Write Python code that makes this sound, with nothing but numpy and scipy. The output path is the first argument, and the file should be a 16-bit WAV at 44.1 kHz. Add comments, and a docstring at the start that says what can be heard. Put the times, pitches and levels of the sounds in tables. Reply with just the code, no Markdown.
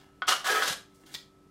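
"""A foil lid is peeled off a small plastic yogurt cup in a living room; an appliance hums throughout.
Random clicks rustle the foil and slide on the wet rim. The cup wall pops under the thumb: ringing modes and noise.
The seal cracks open, then unzips round the rim: tiny slips drive foil crackle, cup modes and a sinking flap.
Last, the lid drags on the wet rim, fingers bump the cup in decaying sines and the last corner snaps free in
noise bursts."""
import sys
import numpy as np
from scipy import signal
from scipy.fft import rfft, irfft
from scipy.io import wavfile

SR = 44100
rng = np.random.default_rng(int(sys.argv[2]) if len(sys.argv) > 2 else 0)


def int16_out(signal):
    """Quantize to a 16-bit WAV file."""
    q = np.round(np.clip(np.atleast_2d(signal).T, -1, 1) * 32767)
    wavfile.write(sys.argv[1], SR, q.astype(np.int16))


N = 66150
TIME_S = np.arange(N) / SR

# Room noise colour. 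Each row: frequency in Hz, relative density in dB per Hz.
ROOM_COLOUR = [(25, -7), (60, 4), (160, 2), (330, -0.5), (550, -6.5), (1200, -13.5), (2500, -19.5),
               (6000, -24), (12000, -29), (16000, -39)]
ROOM_NOISE_DB = -63
# Appliance hum and whine. Each row: frequency in Hz, rms level in dB.
HUM_LINES = [(144.5, -71.5), (193.5, -73.5), (288.8, -67.5), (385.2, -67), (1249, -81), (1306.5, -70.5)]

# Rustle of the loose foil. Each row: time in seconds, level in dB.
RUSTLE_LEVELS = [(0, -59.5), (.04, -73.5), (.11, -98), (.92, -72), (.945, -77), (1.052, -77), (1.066, -56),
                 (1.09, -66), (1.135, -56), (1.165, -67), (1.2, -68), (1.29, -77)]
# Snaps of the foil. Each row: start in seconds, strength in dB.
FOIL_SNAPS = [(0.2741, -31.5), (.2795, -33), (0.287, -22.5), (0.444, -37), (0.462, -54), (0.6226, -28.5),
              (1.141, -31), (1.147, -32), (1.152, -39)]
# Loose foil colour. 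Each row: frequency in Hz, relative density in dB per Hz.
FOIL_COLOUR = [(150, -30), (700, -14.5), (1300, -11.5), (2200, -0.5), (2650, -11), (3300, 2.5),
               (4800, -3.5), (7500, -10.5), (11000, -21), (16000, -19)]
CRINKLES_PER_S, CRINKLE_SPREAD_DB, FOIL_T60_S = 2200, -1, 0.033

# Thumb and lid sliding on the wet rim. Each row: time in seconds, hiss level in dB, squelch level in dB.
SLIDE_LEVELS = [(0, -94, -61), (.05, -101, -62.5), (.14, -97, -78), (.925, -100, -87), (.945, -63, -81),
                (.985, -72.5, -80), (1.02, -67.5, -70), (1.037, -80, -59), (1.057, -74, -88),
                (1.066, -57.5, -60), (1.095, -63.5, -60), (1.12, -62, -64), (1.145, -49, -61),
                (1.16, -89, -90)]
# Sliding hiss colour. Each row: frequency in Hz, relative density in dB per Hz.
HISS_COLOUR = [(2000, -16), (5000, 0.5), (8500, 2), (15000, -7)]
# Wet rim modes. Each row: frequency in Hz, relative level in dB, T60 in seconds.
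SQUELCH_MODES = [(770, -0.5, 0.02), (970, 3.5, 0.01), (1450, -0.5, 0.02), (1690, -1.5, .03),
                 (2060, -9, 0.024), (2780, -3, 0.019)]

# Pops of the cup wall. Each row: start in seconds, strength in dB, treble cut in Hz, pitch ratio.
WALL_POPS = [(0.0922, -54.5, 1300, .97), (0.2208, -17, 3000, 1), (0.2236, -23.5, 3500, 0.96),
             (0.279, -27, 6000, 0.81), (0.318, -17.5, 4000, 0.85), (0.323, -12.5, 4000, 0.94),
             (0.6227, -14, 3500, 1)]
# Cup wall modes. Each row: frequency in Hz at pitch ratio 1, level in dB, T60 in seconds.
WALL_MODES = [(785, -23, .06), (1205, -17.5, 0.024), (1281, -6, .035), (1464, -8.5, 0.081),
              (1580, -14, .03), (1996, -20, .015), (3286, -8.5, 0.03), (4370, -16, 0.0087)]
POP_NOISE_DB, POP_NOISE_T60_S = 5.5, 0.03

# The seal cracking open. Each row: time in seconds, foil crackle level in dB, cup ring level in dB.
CRACK_LEVELS = [(.268, -46.5, -74.5), (.278, -42.5, -46), (.281, -29.5, -30), (.294, -23, -27.5),
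                (.308, -27, -31.5), (.326, -30.5, -29.5), (.342, -34.5, -51), (.385, -54, -43.5),
                (.44, -62, -54)]
# Tearing seal colour. Each row: frequency in Hz, relative density in dB per Hz.
SEAL_COLOUR = [(100, -27), (300, -7.5), (800, -0.5), (1700, 3.5), (2400, -1), (3200, 4.5), (5000, 0),
               (7000, -3.5), (10000, -8), (13000, -10.5), (16000, -40.5)]
# Modes of the cup under a taut lid. Each row: frequency in Hz, relative level in dB, T60 in seconds.
SEALED_MODES = [(756, 1.5, .06), (1090, -7, .04), (1255, 5.5, 0.049), (1398, 4.5, .035), (1726, -8, .03),
                (2848, 6.5, 0.028), (2940, -6, .04), (5080, -4.5, .03), (5540, -9, .03)]
SLIPS_PER_S, SLIP_SPREAD_DB = 3200, 2.5
SURGES_PER_S, SURGE_DB = 170, 2.5

# The seal unzipping. Each row: time in seconds, foil crackle level in dB, cup ring level in dB,
# rim rasp level in dB, level in dB of the hollow of the opening cup.
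PEEL_LEVELS = [(.442, -52, -40, -70, -74), (.445, -38, -34.5, -39, -69), (.475, -31.5, -29.5, -43, -45),
               (.495, -35.5, -31, -23, -45), (.518, -28, -52, -34, -30), (.54, -38, -31, -35, -34.5),
               (.565, -41, -27.5, -29.5, -39.5), (.617, -41, -34.5, -33, -43.5),
               (.632, -29.5, -30, -37, -39), (.655, -35.5, -43.5, -49, -54.5), (.68, -26.5, -42, -44, -55),
               (.705, -34.5, -66, -41.5, -48), (.73, -33.5, -71, -58, -50), (.755, -64, -85, -87, -68)]
# Modes of the cup as the lid lifts. Each row: frequency in Hz, relative level in dB, T60 in seconds.
OPEN_MODES = [(773, 2, 0.05), (991.3, -1.5, 0.086), (1156, 6, 0.043), (1286, 3, 0.079), (1441, 4, 0.052),
              (2080, -25, 0.042), (3036, -1, 0.06), (3300, -7, 0.0092)]
# Modes of the rim under the peeling edge. Each row: frequency in Hz, relative level in dB, T60 in seconds.
RIM_MODES = [(1540, -10, 0.086), (1644, 17, 0.059), (1690, -4, .06)]
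# Modes of the air in the open cup. Each row: frequency in Hz, relative level in dB, T60 in seconds.
HOLLOW_MODES = [(350, -21, 0.041), (448, -8.5, 0.14), (509, 0, 0.03), (620, -8, 0.021), (710, 5.5, 0.013)]
PEEL_LOW_CUT_HZ = 320

# The freed flap, lower as it grows. Each row: time in seconds, level in dB, pitch in Hz.
FLAP_TRACK = [(0.491, -43, 454), (0.512, -39, 364), (.55, -57, 357), (.62, -57, 334), (0.678, -67, 200),
              (0.713, -42.5, 148), (.735, -70, 135)]
FLAP_WIDTH_HZ = 40

# Fingers bumping the cup. Each row: start in seconds, strength in dB, pitch in Hz.
FINGER_BUMPS = [(1.039, -47.5, 310), (1.111, -49, 318), (1.148, -47, 148)]
BUMP_T60_S = 0.065

# Echoes from table and body. Each row: delay in seconds, level in dB re direct sound.
ECHOES = [(.0039, -13), (.0054, -15.5), (0.0101, -16), (0.0127, -14)]
# Reverberation time. Each row: frequency in Hz, T60 in seconds.
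ROOM_T60 = [(200, 0.27), (1000, 0.27), (4000, 0.26), (9000, 0.24), (16000, 0.22)]
REVERB_DB, REVERB_ONSET_S = -8, 0.018  # level re direct sound
CUTOFF_HZ = 15750


def from_db(db):
    """Decibels to gain."""
    return 10 ** (np.asarray(db) / 20)


def decay(t60_s):
    """Exponential decay by 60 dB in t60_s."""
    return from_db(-60 * TIME_S / t60_s)


def unit_energy(x):
    """Scale so that the squares sum to one."""
    return x / np.sqrt(np.sum(x ** 2) + 1e-20)


def level_curve(times_s, levels_db):
    """Gain interpolated in dB, silent outside the table."""
    return from_db(np.interp(TIME_S, times_s, levels_db, left=-150, right=-150))


def gains(rows):
    """One gain curve per dB column."""
    times_s, *columns_db = np.transpose(rows)
    return [level_curve(times_s, column_db) for column_db in columns_db]


def at_hz(points, hz):
    """Read a table on a log-frequency axis."""
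    table_hz, value = np.transpose(points)
    return np.interp(np.log(hz + 1), np.log(table_hz), value)


def through(x, response):
    """Pass a sound through an impulse response."""
    return signal.fftconvolve(x, response)[:N]


def low_cut(x, hz):
    """A small body radiates little bass."""
    return signal.sosfilt(signal.butter(4, hz, "high", fs=SR, output="sos"), x)


def tick(colour, size=4096):
    """A causal, minimum-phase click of the given spectrum."""
    bins_hz = np.linspace(0, SR / 2, size // 2 + 1)
    cepstrum = irfft(np.log(from_db(at_hz(colour, bins_hz))))
    # Folding the cepstrum makes the phase minimum.
    cepstrum[1:size // 2] *= 2
    cepstrum[size // 2 + 1:] = 0
    return unit_energy(irfft(np.exp(rfft(cepstrum))))


def ringing(modes):
    """Decaying tones of a struck body."""
    return sum(from_db(db) * decay(t60_s) * np.cos(2 * np.pi * hz * TIME_S) for hz, db, t60_s in modes)


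def scatter(t60_s):
    """Dense, decaying noise."""
    return unit_energy(rng.standard_normal(N) * decay(t60_s))


def impulse(start_s, db):
    """One click at a given time."""
    return (np.arange(N) == int(start_s * SR)) * from_db(db)


def slips(per_s, spread_db):
    """Random tiny releases of uneven size and either sign; rms 1."""
    sizes = from_db(spread_db * np.minimum(rng.exponential(1, N), 3))
    signed = sizes * rng.choice([-1, 1], N)
    happens = rng.random(N) < per_s / SR
    return unit_energy(signed * happens) * np.sqrt(N)


def tearing():
    """Tiny slips that come in surges as the seal sticks and lets go."""
    surge = np.interp(TIME_S * SURGES_PER_S, np.arange(1000), rng.standard_normal(1000))
    return slips(SLIPS_PER_S, SLIP_SPREAD_DB) * from_db(SURGE_DB * np.tanh(surge))


def background():
    """Low room noise and the steady lines of an appliance."""
    out = through(rng.standard_normal(N), tick(ROOM_COLOUR)) * from_db(ROOM_NOISE_DB)
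    for hz, db in HUM_LINES:
        cycles = hz * TIME_S + rng.random()
        out = out + np.sqrt(2) * from_db(db) * np.sin(2 * np.pi * cycles)
    return out


def loose_foil():
    """Fine crinkling clicks, plus noise that flares up and dies at each snap."""
    rustle, = gains(RUSTLE_LEVELS)
    flares = 0
    for start_s, db in FOIL_SNAPS:
        age_s = np.abs(TIME_S - start_s)
        flares = flares + (TIME_S >= start_s) * from_db(db - 60 * age_s / FOIL_T60_S)
    crinkles = rustle * slips(CRINKLES_PER_S, CRINKLE_SPREAD_DB)
    return through(crinkles + flares * rng.standard_normal(N), tick(FOIL_COLOUR))


def slide():
    """Slips on the wet rim, coloured as hiss and ringing as squelch."""
    hiss_gain, squelch_gain = gains(SLIDE_LEVELS)
    hiss = through(hiss_gain * slips(1000, 1.9), tick(HISS_COLOUR))
    squelch = through(squelch_gain * slips(350, 1.9), unit_energy(ringing(SQUELCH_MODES)))
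    return hiss + squelch


def pops():
    """The cup wall buckles with a ring and a puff of noise, each pop with its own treble cut."""
    out = 0
    for start_s, db, cut_hz, pitch_ratio in WALL_POPS:
        treble_cut = signal.butter(3, min(cut_hz, SR / 3), fs=SR, output="sos")
        push = signal.sosfilt(treble_cut, impulse(start_s, db) + 1e-18)
        ring = ringing(np.array(WALL_MODES) * [pitch_ratio, 1, 1])
        puff = scatter(POP_NOISE_T60_S) * from_db(POP_NOISE_DB)
        out = out + through(push, ring + puff)
    return low_cut(out, 150)


def crack():
    """The first stretch of seal gives way and rings the closed cup."""
    foil_gain, cup_gain = gains(CRACK_LEVELS)
    pull = tearing()
    crackle = through(pull * foil_gain, tick(SEAL_COLOUR))
    cup = through(pull * cup_gain, low_cut(unit_energy(ringing(SEALED_MODES)), 240))
    return crackle + cup


def peel():
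    """The seal unzips round the rim; slips ring cup, rim and the hollow of the opening cup."""
    foil_gain, cup_gain, rim_gain, hollow_gain = gains(PEEL_LEVELS)
    pull = tearing()
    cup = through(pull * cup_gain, unit_energy(ringing(OPEN_MODES)))
    rim = through(pull * rim_gain, unit_energy(ringing(RIM_MODES)))
    hollow = through(pull * hollow_gain, unit_energy(ringing(HOLLOW_MODES)))
    crackle = through(tearing() * foil_gain, tick(SEAL_COLOUR))
    return crackle + low_cut(cup + rim + hollow, PEEL_LOW_CUT_HZ)


def flap():
    """Slips drive one resonance of the freed foil, which sinks in pitch."""
    times_s, levels_db, pitches_hz = np.transpose(FLAP_TRACK)
    pitch_hz = np.interp(TIME_S, times_s, pitches_hz)
    turn = np.exp(2j * np.pi * np.cumsum(pitch_hz) / SR)
    # Shift the pitch to 0 Hz, smooth with a one-pole, shift back: a gliding resonator.
    pole = np.exp(-np.pi * FLAP_WIDTH_HZ / SR)
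    swing = np.real(turn * signal.lfilter([1], [1, -pole], tearing() / turn))
    return unit_energy(swing) * np.sqrt(N) * level_curve(times_s, levels_db)


def bumps():
    """Soft low knocks of the fingers: decaying sines."""
    out = 0
    for start_s, db, hz in FINGER_BUMPS:
        age_s = np.maximum(TIME_S - start_s, 0)
        out = out + from_db(db - 60 * age_s / BUMP_T60_S) * np.sin(2 * np.pi * hz * age_s)
    return out


def room(x):
    """Direct sound, near echoes and a diffuse tail that dies band by band."""
    noise = rfft(rng.standard_normal(N))
    hz = np.arange(N // 2 + 1) * SR / N
    edges_hz = np.geomspace(60, 18000, 21)
    tail = 0
    for low_hz, high_hz in zip(edges_hz, edges_hz[1:]):
        band = irfft(noise * (hz >= low_hz) * (hz < high_hz), N)
        tail = tail + band * decay(at_hz(ROOM_T60, np.sqrt(low_hz * high_hz)))
    onset = 1 - np.exp(-TIME_S / REVERB_ONSET_S)
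    tail = from_db(REVERB_DB) * unit_energy(tail * onset)
    echoes = sum(impulse(delay_s, db) for delay_s, db in ECHOES)
    return through(x, unit_energy(impulse(0, 0) + echoes + tail))


def scene():
    """Cup and lid in the room, one channel."""
    cup_and_lid = crack() + peel() + flap() + pops() + loose_foil() + slide() + bumps()
    return (room(cup_and_lid) + background())[None]


def record(dry):
    """A steep elliptic low-pass cuts the top."""
    return signal.sosfilt(signal.ellip(12, .1, 80, CUTOFF_HZ, fs=SR, output="sos"), dry)


dry = scene()
out = record(dry)
int16_out(out)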